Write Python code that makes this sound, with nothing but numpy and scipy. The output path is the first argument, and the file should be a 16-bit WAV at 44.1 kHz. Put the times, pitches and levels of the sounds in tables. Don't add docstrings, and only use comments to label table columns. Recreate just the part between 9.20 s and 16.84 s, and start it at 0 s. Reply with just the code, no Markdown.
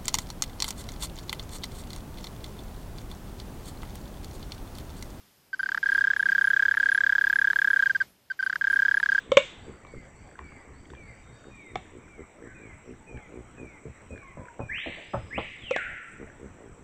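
import sys
import numpy as np
from scipy import signal
from scipy.fft import rfft, irfft
from scipy.io import wavfile
from scipy.ndimage import uniform_filter1d

SR = 44100
rng = np.random.default_rng(int(sys.argv[2]) if len(sys.argv) > 2 else 0)


def attenuation_scalar(level_db):
    decades = np.asarray(level_db, float) / 20
    return 10 ** decades


def wav_out(sig):
    wavfile.write(sys.argv[1], SR, np.round(np.clip(np.atleast_2d(sig).T, -1, 1) * 32767).astype(np.int16))


N = 336741
LEAD = SR // 4
M = N + LEAD

# [t/s, mouth boom level/dB, mouth f/Hz, mouth t60/s, tusk level/dB]
CLACKS = [
    (-.13, -28, 530, .07, -6),
    (0.1178, -11.5, 514, 0.042, -13),
    (0.1699, -3.5, 532, 0.045, -0.5),
    (2.5558, -25.5, 735, 0.038, -20),
    (6.509, -17, 502, 0.052, -19.5),
    (6.562, -18, 683, 0.0069, -17),
]


def read(points, hz):
    f, value = np.transpose(points)
    return np.interp(np.log(hz + 1), np.log(f + 1), value)


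def evened(x):
    return x / np.sqrt(np.mean(x ** 2) + 1e-20)


def peaked(x):
    return x / np.abs(x).max()


def add(mix, s, sound):
    part = mix[round(s * SR) + LEAD:][:len(sound)]
    part += sound[:len(part)]


def resonate(x, hz, width):
    turn = np.exp(2j * np.pi * np.cumsum(hz * np.ones(len(x))) / SR)
    r = np.exp(-np.pi * width / SR)
    return 2 * (turn * signal.lfilter([1 - r], [1, -r], x / turn + 1e-18)).real


def ring(hz, db, t60, t):
    return attenuation_scalar(db - 60 * t / t60) * np.sin(2 * np.pi * hz * t)


def echo(x, decays, start_s, build_s):
    taps = np.zeros(2 * SR)
    at = np.arange(0, 2 * SR - 20, 20)
    taps[at + rng.integers(0, 20, len(at))] = rng.choice([-1., 1.], len(at))
    hz, t, z = signal.stft(taps, SR, nperseg=256)
    tail = signal.istft(z * attenuation_scalar(-60 * t / read(decays, hz)[:, None]), SR, nperseg=256)[1]
    since_start = np.maximum(np.arange(len(tail)) / SR - start_s, 0)
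    tail *= 1 - np.exp(-since_start / build_s)
    return signal.fftconvolve(x, tail / np.linalg.norm(tail))[:M]


def rumble():
    # [f/Hz, level per Hz/dB]
    colour = [(25, -7.5), (60, 3), (100, -4), (300, -9), (1000, -17.5), (2200, -20), (2900, -29),
              (4000, -38), (5000, -51), (5800, -30), (6500, -38), (7300, -28.5), (8300, -28), (9000, -32)]
    hz = np.fft.rfftfreq(1024, 1 / SR)
    a, b, patches = rng.standard_normal((3, 513, M // 256 + 5))
    patches = uniform_filter1d(uniform_filter1d(patches, 10, 0), 14, 1)
    level_db = read(colour, hz)[:, None] + 2.8 * evened(patches)
    noise = signal.istft((a + 1j * b) * attenuation_scalar(level_db), nperseg=1024, noverlap=768)[1][:M]
    return attenuation_scalar(-50.5) * evened(noise)


def insects():
    # [f/Hz, width/Hz, level/dB, clicks per s]
    choruses = [(7806, 330, -70, 450), (5838, 830, -84, 1900)]
    out = np.zeros(M)
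    for f, width, db, rate in choruses:
        clicks = (rng.random(M) < rate / SR) * rng.standard_normal(M)
        clicks *= attenuation_scalar(2.0 * np.minimum(rng.exponential(1, M), 4))
        out += attenuation_scalar(db) * evened(resonate(resonate(clicks, f, width), f, 2 * width))
    return out


def crack(t):
    # [f/Hz, level/dB]
    colour = [(60, -58), (420, -18), (800, 1), (2300, -5), (3600, 0), (4600, -25.5), (6000, -18),
              (9000, -33)]
    burst = rng.standard_normal(len(t)) * np.exp(-t / 0.0055) * (1 - np.exp(-t / 0.00006))
    coloured = irfft(rfft(burst) * attenuation_scalar(read(colour, np.fft.rfftfreq(len(t), 1 / SR))), len(t))
    return coloured * np.exp(-t / .03)


def clacks():
    # [f/Hz, level/dB, t60/s]
    tusk_modes = [(1116, 4.5, 0.024), (1330, 3.5, 0.035), (1860, -23.5, 0.029), (2232, 9, 0.016),
                  (2400, -19.5, .02), (3200, -6, 0.024), (3330, -7.5, 0.024), (4540, -13.5, .01),
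                  (5740, -5.5, 0.0068), (7160, -10, 0.0081)]
    out, t = np.zeros(M), np.arange(SR // 4) / SR
    for s, mouth_db, hz, t60, tusk_db in CLACKS:
        boom = ring(hz, 0, t60, t)
        boom -= ring(hz * 1.099, -2.45, 0.98 * t60, t)
        boom += ring(hz * 0.56, -15.5, 0.2 * t60, t)
        tusk = np.zeros(len(t))
        for f, db, decay in tusk_modes:
            tusk += ring(f * (1 + 0.024 * rng.standard_normal()), db, decay, t)
        add(out, s, attenuation_scalar(mouth_db) * peaked(boom))
        add(out, s, attenuation_scalar(tusk_db - 8.5) * peaked(tusk))
        add(out, s + 0.001771, attenuation_scalar(tusk_db - 3.0) * peaked(tusk))
        add(out, s + 0.00037, attenuation_scalar(tusk_db - 5.0) * peaked(crack(t)))
    return out


def slap():
    # [f/Hz, level/dB]
    wide = [(300, -26), (900, -12), (2300, -5.5), (3600, 2), (4600, -17.5), (7500, -4.5), (9000, -16.5)]
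    out, hz = np.zeros(M), np.fft.rfftfreq(256, 1 / SR)
    knock = np.fft.fftshift(irfft(attenuation_scalar(read(wide, hz))))
    for s, *_, tusk_db in CLACKS:
        add(out, s, attenuation_scalar(tusk_db) * peaked(knock))
    return out


def voice(rate, swell_s, fade_s, jitter, rough):
    before = round(.2 * SR)
    t = np.arange(-before, round(.3 * SR)) / SR
    drift = evened(uniform_filter1d(rng.standard_normal(len(t)), 500))
    turns = np.cumsum(rate * np.exp(-1.5 * np.abs(t)) * (1 + jitter * drift)) / SR
    turns -= turns[before]
    pulses = np.diff(np.floor(turns), prepend=np.floor(turns[0])) * np.sqrt(SR / rate)
    puffs = np.exp(-(turns % 1) / 2.1) * rng.standard_normal(len(t))
    shape = np.exp(-(t / np.where(t < 0, swell_s, fade_s)) ** 2)
    return t, pulses + rough * puffs, shape


def formant(x, t, hz, width, fall):
    return resonate(resonate(x, hz * np.exp(-fall * t), width), hz, 3 * width)


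def chest(t, drive, length_s):
    hum = resonate(resonate(drive, 92 * np.exp(-1.2 * t), 45), 64, 53)
    push = resonate(resonate(drive, 55, 54), 49, 67)
    return peaked((hum + attenuation_scalar(-12.5) * push) * np.exp(-((t - 0.019) / length_s) ** 2))


def grunts():
    # [t/s of the strongest pulse, throat level/dB, length/s, chest level/dB]
    breaths = [(0.092, -39, 0.066, -40), (.495, -32, 0.045, -47), (0.766, -37.5, 0.069, -46),
               (1.209, -41, 0.034, -42.5), (1.49, -49.5, 0.052, -42), (1.717, -39, 0.037, -41),
               (1.884, -50, 0.1, -42.5), (2.108, -48, 0.092, -45.5), (2.283, -37, 0.051, -48),
               (2.533, -40, 0.095, -43), (2.768, -36, 0.063, -50), (3.005, -32, 0.036, -46),
               (3.255, -35, 0.095, -45.5), (3.454, -39.5, 0.13, -45), (3.708, -34, 0.078, -43.5),
               (3.943, -35.5, 0.082, -43), (4.173, -32.5, 0.097, -42), (4.43, -32, 0.08, -44),
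               (6.16, -38.5, 0.066, -32.5), (7.028, -31.5, 0.048, -43), (7.243, -33.5, 0.068, -40),
               (7.458, -37, .13, -49.5), (7.608, -44.5, 0.08, -47)]
    # [f/Hz, width/Hz, level/dB]
    throat_modes = [(416, 111, -1), (243, 103, -2), (950, 650, -26.5)]
    out = np.zeros(M)
    for s, throat_db, length_s, chest_db in breaths:
        rate = 66 * (length_s / .07) ** -0.2295
        t, drive, shape = voice(rate, 0.64 * length_s, 0.36 * length_s, jitter=0.056, rough=.45)
        throat = np.zeros(len(t))
        for k, (f, width, db) in enumerate(throat_modes):
            throat += (-1) ** k * attenuation_scalar(db) * formant(drive * shape, t, f, width, 2.5)
        add(out, s + t[0], attenuation_scalar(throat_db) * peaked(throat) + attenuation_scalar(chest_db) * chest(t, drive, 0.033))
    return out


def barks():
    # [t/s, throat level/dB, pulses per s, mouth f/Hz, chest level/dB]
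    bursts = [
        (4.654, -32, 75, 463, -37),
        (4.906, -34.5, 45, 516, -35.5),
        (5.172, -33, 46.6, 570, -36),
        (5.393, -24, 126, 533.6, -29),
        (5.66, -27, 80, 577, -40.5),
        (5.772, -37, 80, 610, -65),
        (5.937, -17, 190, 574, -29.5),
        (6.179, -18.5, 165, 501, -46.5),
    ]
    # [multiple of mouth f, width/Hz, level/dB]
    mouth_modes = [(1, 115, 6.5), (1.55, 200, -2.5), (2.3, 302, -5.5)]
    out = np.zeros(M)
    for s, throat_db, rate, hz, chest_db in bursts:
        upper_db = 1 if rate > 105 else -12.5
        t, drive, shape = voice(rate, 0.0029, 2.76 / rate, jitter=0.14, rough=1.3)
        shape += attenuation_scalar(-21) * (t > 0) * np.exp(-t / 0.063)
        mouth = np.zeros(len(t))
        for k, (multiple, width, db) in enumerate(mouth_modes):
            level = attenuation_scalar(db + upper_db * (k > 0))
            mouth += (-1) ** k * level * formant(drive * shape, t, hz * multiple, width, 2.2)
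        throat = resonate(resonate(drive * shape, 240, 200), 210, 330)
        mouth -= attenuation_scalar(1 + 10 * np.log10(100 / rate)) * throat
        low = chest(t, drive * (t > 0), 0.038)
        add(out, s + t[0], attenuation_scalar(throat_db) * peaked(mouth) + attenuation_scalar(chest_db) * low)
    return out


def whistle(rows, wobble_hz):
    s, hz, db = np.transpose(rows)
    t = np.arange(s[0], s[-1], 1 / SR)
    hz = uniform_filter1d(np.interp(t, s, hz), 250, mode="nearest")
    hz += wobble_hz * evened(uniform_filter1d(rng.standard_normal(len(t)), 200))
    tone = np.sin(2 * np.pi * np.cumsum(hz) / SR) * signal.windows.tukey(len(t), .04)
    return s[0], np.sqrt(2) * attenuation_scalar(np.interp(t, s, db)) * tone


def glide(s, length_s, first_hz, last_hz, db, bend, swell):
    u = np.linspace(0, 1, 21)
    hz = first_hz + u ** bend * (last_hz - first_hz)
    return np.transpose([s + u * length_s, hz, db + np.interp(u, *np.transpose(swell))])


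def flicker(depth_db):
    waver = uniform_filter1d(uniform_filter1d(rng.standard_normal(M), 900), 900)
    return attenuation_scalar(depth_db * evened(waver))


def held_notes():
    # [t/s, length/s, first f/Hz, last f/Hz, level/dB]
    calls = [
        (.067, .36, 2187, 2020, -59),
        (2.028, 0.64, 3690, 3710, -69.5),
        (2.3, 0.42, 1886, 1780, -64.5),
        (5.015, 0.34, 1097, 934, -50.5),
        (3.8, .24, 899, 837, -60.5),
        (5.87, 0.3, 5030, 5090, -70.5),
    ]
    # [share of length, level/dB]
    hold = [(0, -3), (.05, -1), (.7, -2), (1, -5)]
    out = np.zeros(M)
    for row in calls:
        add(out, *whistle(glide(*row, 0.97, hold), 30))
    return out * flicker(1.6)


def trills():
    # [t/s, level/dB]
    starts = [(.1, -61), (0.391, -64.5), (.66, -65), (.95, -66), (1.23, -65), (1.529, -64), (1.821, -64.5),
              (2.11, -65)]
    # [t/s, f/Hz, level/dB]
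    course = [(0, 4320, -7), (.045, 4580, -5), (.09, 4720, -8), (.11, 4520, -9), (.17, 4720, -8),
              (.21, 4600, -16)]
    out = np.zeros(M)
    for s, db in starts:
        add(out, *whistle(np.add(course, (s, 0, db)), 125))
    return out


def chirps():
    # [t/s, length/s, first f/Hz, level/dB]
    calls = [(0.632, 0.22, 2344, -57), (1.179, .25, 2390, -55.5), (1.735, 0.21, 2418, -53.5),
             (2.307, .21, 2487, -52), (2.83, .045, 2480, -59.5), (2.874, .16, 2414, -55.5),
             (3.345, 0.2, 2491, -53.5), (3.864, 0.21, 2520, -53.5), (4.368, 0.22, 2526, -53.5),
             (4.899, .23, 2528, -54), (5.401, 0.21, 2520, -52)]
    # [share of length, level/dB]
    swell = [(0, -9.5), (.2, -1), (.6, -0.5), (.92, -5), (1, -2)]
    out = np.zeros(M)
    for s, length_s, first_hz, db in calls:
        add(out, *whistle(glide(s, length_s, first_hz, 1957, db, 1.3, swell), 15.3))
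    return out * flicker(1.1)


def hidden_bird():
    # [t/s, f/Hz, level/dB]
    course = [(3.22, 2078, -53), (3.25, 1678, -53), (3.3, 1430, -61), (3.36, 1405, -68)]
    out = np.zeros(M)
    add(out, *whistle(course, 26))
    return out


def loud_whistler():
    # [t/s, f/Hz]
    pitches = [
        [(5.485, 1490), (5.5, 1696), (5.555, 2677), (5.6, 3470), (5.64, 3890), (5.7, 4400), (5.87, 4850)],
        [(6.105, 1630), (6.12, 1800), (6.15, 2340), (6.18, 3020), (6.192, 3850), (6.2, 4670), (6.215, 5100)],
        [(6.365, 3957), (6.45, 3140), (6.515, 2495), (6.55, 1908), (6.58, 1514), (6.62, 1356), (6.7, 1361),
         (6.86, 1340)],
    ]
    # [level/dB, attack/s, attack start level/dB, share of the loudness law]
    efforts = [(2, 0.012, -13, 1.12), (-1, 0.026, -11.5, .8), (7, 0.23, -21, 0.99)]
    # [f/Hz, level/dB]
    loudness_law = [(1345, -38.5), (1375, -13.5), (1550, -6.5), (1900, -1), (2500, -2.5), (3200, -8),
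                    (4100, -26.5), (4600, -41)]
    out = np.zeros(M)
    for pitch, (db, attack_s, start_db, share) in zip(pitches, efforts):
        s, hz = np.transpose(pitch)
        t = np.arange(s[0], s[-1], .002)
        hz = np.interp(t, s, hz)
        attack = start_db * np.maximum(1 - (t - s[0]) / attack_s, 0)
        level = -31 + db + share * read(loudness_law, hz) + attack
        add(out, *whistle(np.transpose([t, hz, level]), 16))
    return out


def birds():
    # [f/Hz, t60/s]
    leaves = [(1000, 0.026), (5000, 0.029)]
    # [f/Hz, t60/s]
    forest = [(1000, 1.04), (2000, 1.25), (3000, 1.16), (4500, 1.6)]
    held, trill, chirp, hidden, loud = held_notes(), trills(), chirps(), hidden_bird(), loud_whistler()
    direct = attenuation_scalar(-5.3) * loud + attenuation_scalar(-1.0) * chirp + attenuation_scalar(-3.0) * held
    to_leaves = attenuation_scalar(-7) * loud + attenuation_scalar(-5) * chirp + attenuation_scalar(-8) * held + trill + attenuation_scalar(-8) * hidden
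    to_forest = attenuation_scalar(-0.17) * loud + attenuation_scalar(-3.0) * chirp + attenuation_scalar(-7.5) * held
    to_forest += attenuation_scalar(-8.0) * trill + attenuation_scalar(4) * hidden
    return direct + echo(to_leaves, leaves, 0.00091, 0.0028) + echo(to_forest, forest, 0.0024, 0.0037)


def contact():
    return (0.62 + rng.standard_normal(2000)) * (np.arange(2000) / SR < .0015)


def pop(burst, hz):
    return peaked(resonate(resonate(resonate(burst, hz, 270), hz, 600), hz, 900))


def smacks():
    # [t/s, peak level/dB, f/Hz]
    lips = [(0.537, -45, 1430), (0.602, -44, 1413), (.738, -35, 530), (0.744, -42.5, 1240),
            (1.09, -46, 1874), (1.113, -45, 1660), (1.154, -40.5, 1590), (1.32, -44.5, 1200),
            (2.242, -42, 1390), (2.88, -47, 1444), (3.004, -50, 1094), (3.224, -46, 1700),
            (3.737, -47, 1423), (3.989, -44, 1740), (4.38, -46, 1717), (4.419, -52.5, 1600),
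            (4.937, -34, 544), (2.468, -50, 1400), (2.557, -27, 490), (2.557, -35, 1860),
            (2.655, -50, 1450), (5.581, -36, 1320), (4.959, -43, 1700), (5.029, -45, 1600),
            (5.284, -37.5, 1480), (5.271, -46, 1450), (5.34, -49, 1400), (7.076, -44.5, 2000),
            (7.099, -40, 1620)]
    out = np.zeros(M)
    for s, db, hz in lips:
        add(out, s, attenuation_scalar(db) * pop(contact(), hz))
    return out


def hoof_ticks():
    # [t/s, peak level/dB, low f/Hz, high f/Hz]
    steps = [(.649, -38, 1170, 2140), (.668, -44, 1070, 4080), (1.1903, -28.5, 1100, 1800),
             (1.654, -46, 2150, 3200), (1.7015, -40.5, 1390, 3530), (1.7345, -36.5, 990, 1750),
             (1.749, -43, 1710, 3200), (3.973, -39.5, 1670, 2154), (4.977, -37.5, 1550, 2200),
             (5.254, -41, 1500, 2270)]
    out = np.zeros(M)
    for s, db, low_hz, high_hz in steps:
        burst = contact()
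        dull_db = -7 * np.log2(high_hz / low_hz)
        tick = pop(burst, low_hz) + attenuation_scalar(dull_db) * pop(burst, high_hz)
        touching = burst != 0
        grit = burst - burst[touching].mean() * touching
        for width in (1500, 2000, 2500):
            grit = peaked(resonate(grit, (low_hz + high_hz) / 2, width))
        add(out, s, attenuation_scalar(db) * peaked(tick + attenuation_scalar(-7) * grit))
    return out


def scene():
    # [f/Hz, t60/s]
    clearing = [(200, .12), (600, 0.15), (1200, 0.16), (2500, 0.27), (5000, 0.11), (8000, 0.1)]
    # [f/Hz, t60/s]
    deep = [(1000, 1), (3000, 0.71), (5000, 0.54), (8000, 0.32)]
    hard = signal.sosfilt(signal.butter(2, 200, "high", fs=SR, output="sos"), clacks())
    wide = slap()
    voice_lowpass = signal.butter(4, 1900, fs=SR, output="sos")
    soft = signal.sosfilt(voice_lowpass, grunts() + barks())
    pops = smacks() + hoof_ticks()
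    to_clearing = attenuation_scalar(-18) * hard + attenuation_scalar(-9.5) * wide + attenuation_scalar(-15.0) * pops + attenuation_scalar(-10.5) * soft
    near = echo(to_clearing, clearing, 0.0073, 0.0023)
    far = echo(attenuation_scalar(-13) * wide, deep, 0.021, 0.028)
    return (hard + pops + soft + near + far + birds() + rumble() + insects())[None, LEAD:]


def band_limit(x):
    return signal.sosfilt(signal.butter(12, 15720, fs=SR, output="sos"), x)


def record(dry):
    lowpass = signal.firwin(401, 8395, window=("kaiser", 11), fs=SR)
    narrow = signal.oaconvolve(dry, lowpass[None], "same")
    excess = np.maximum(np.abs(narrow) - .78, 0)
    narrow = narrow - .4 * np.sign(narrow) * excess
    hiss = signal.lfilter([1], [1, -.6], rng.standard_normal(dry.shape))
    return band_limit(np.clip(narrow + attenuation_scalar(-83) * hiss, -1, 1))


dry = scene()
out = record(dry)
wav_out(out)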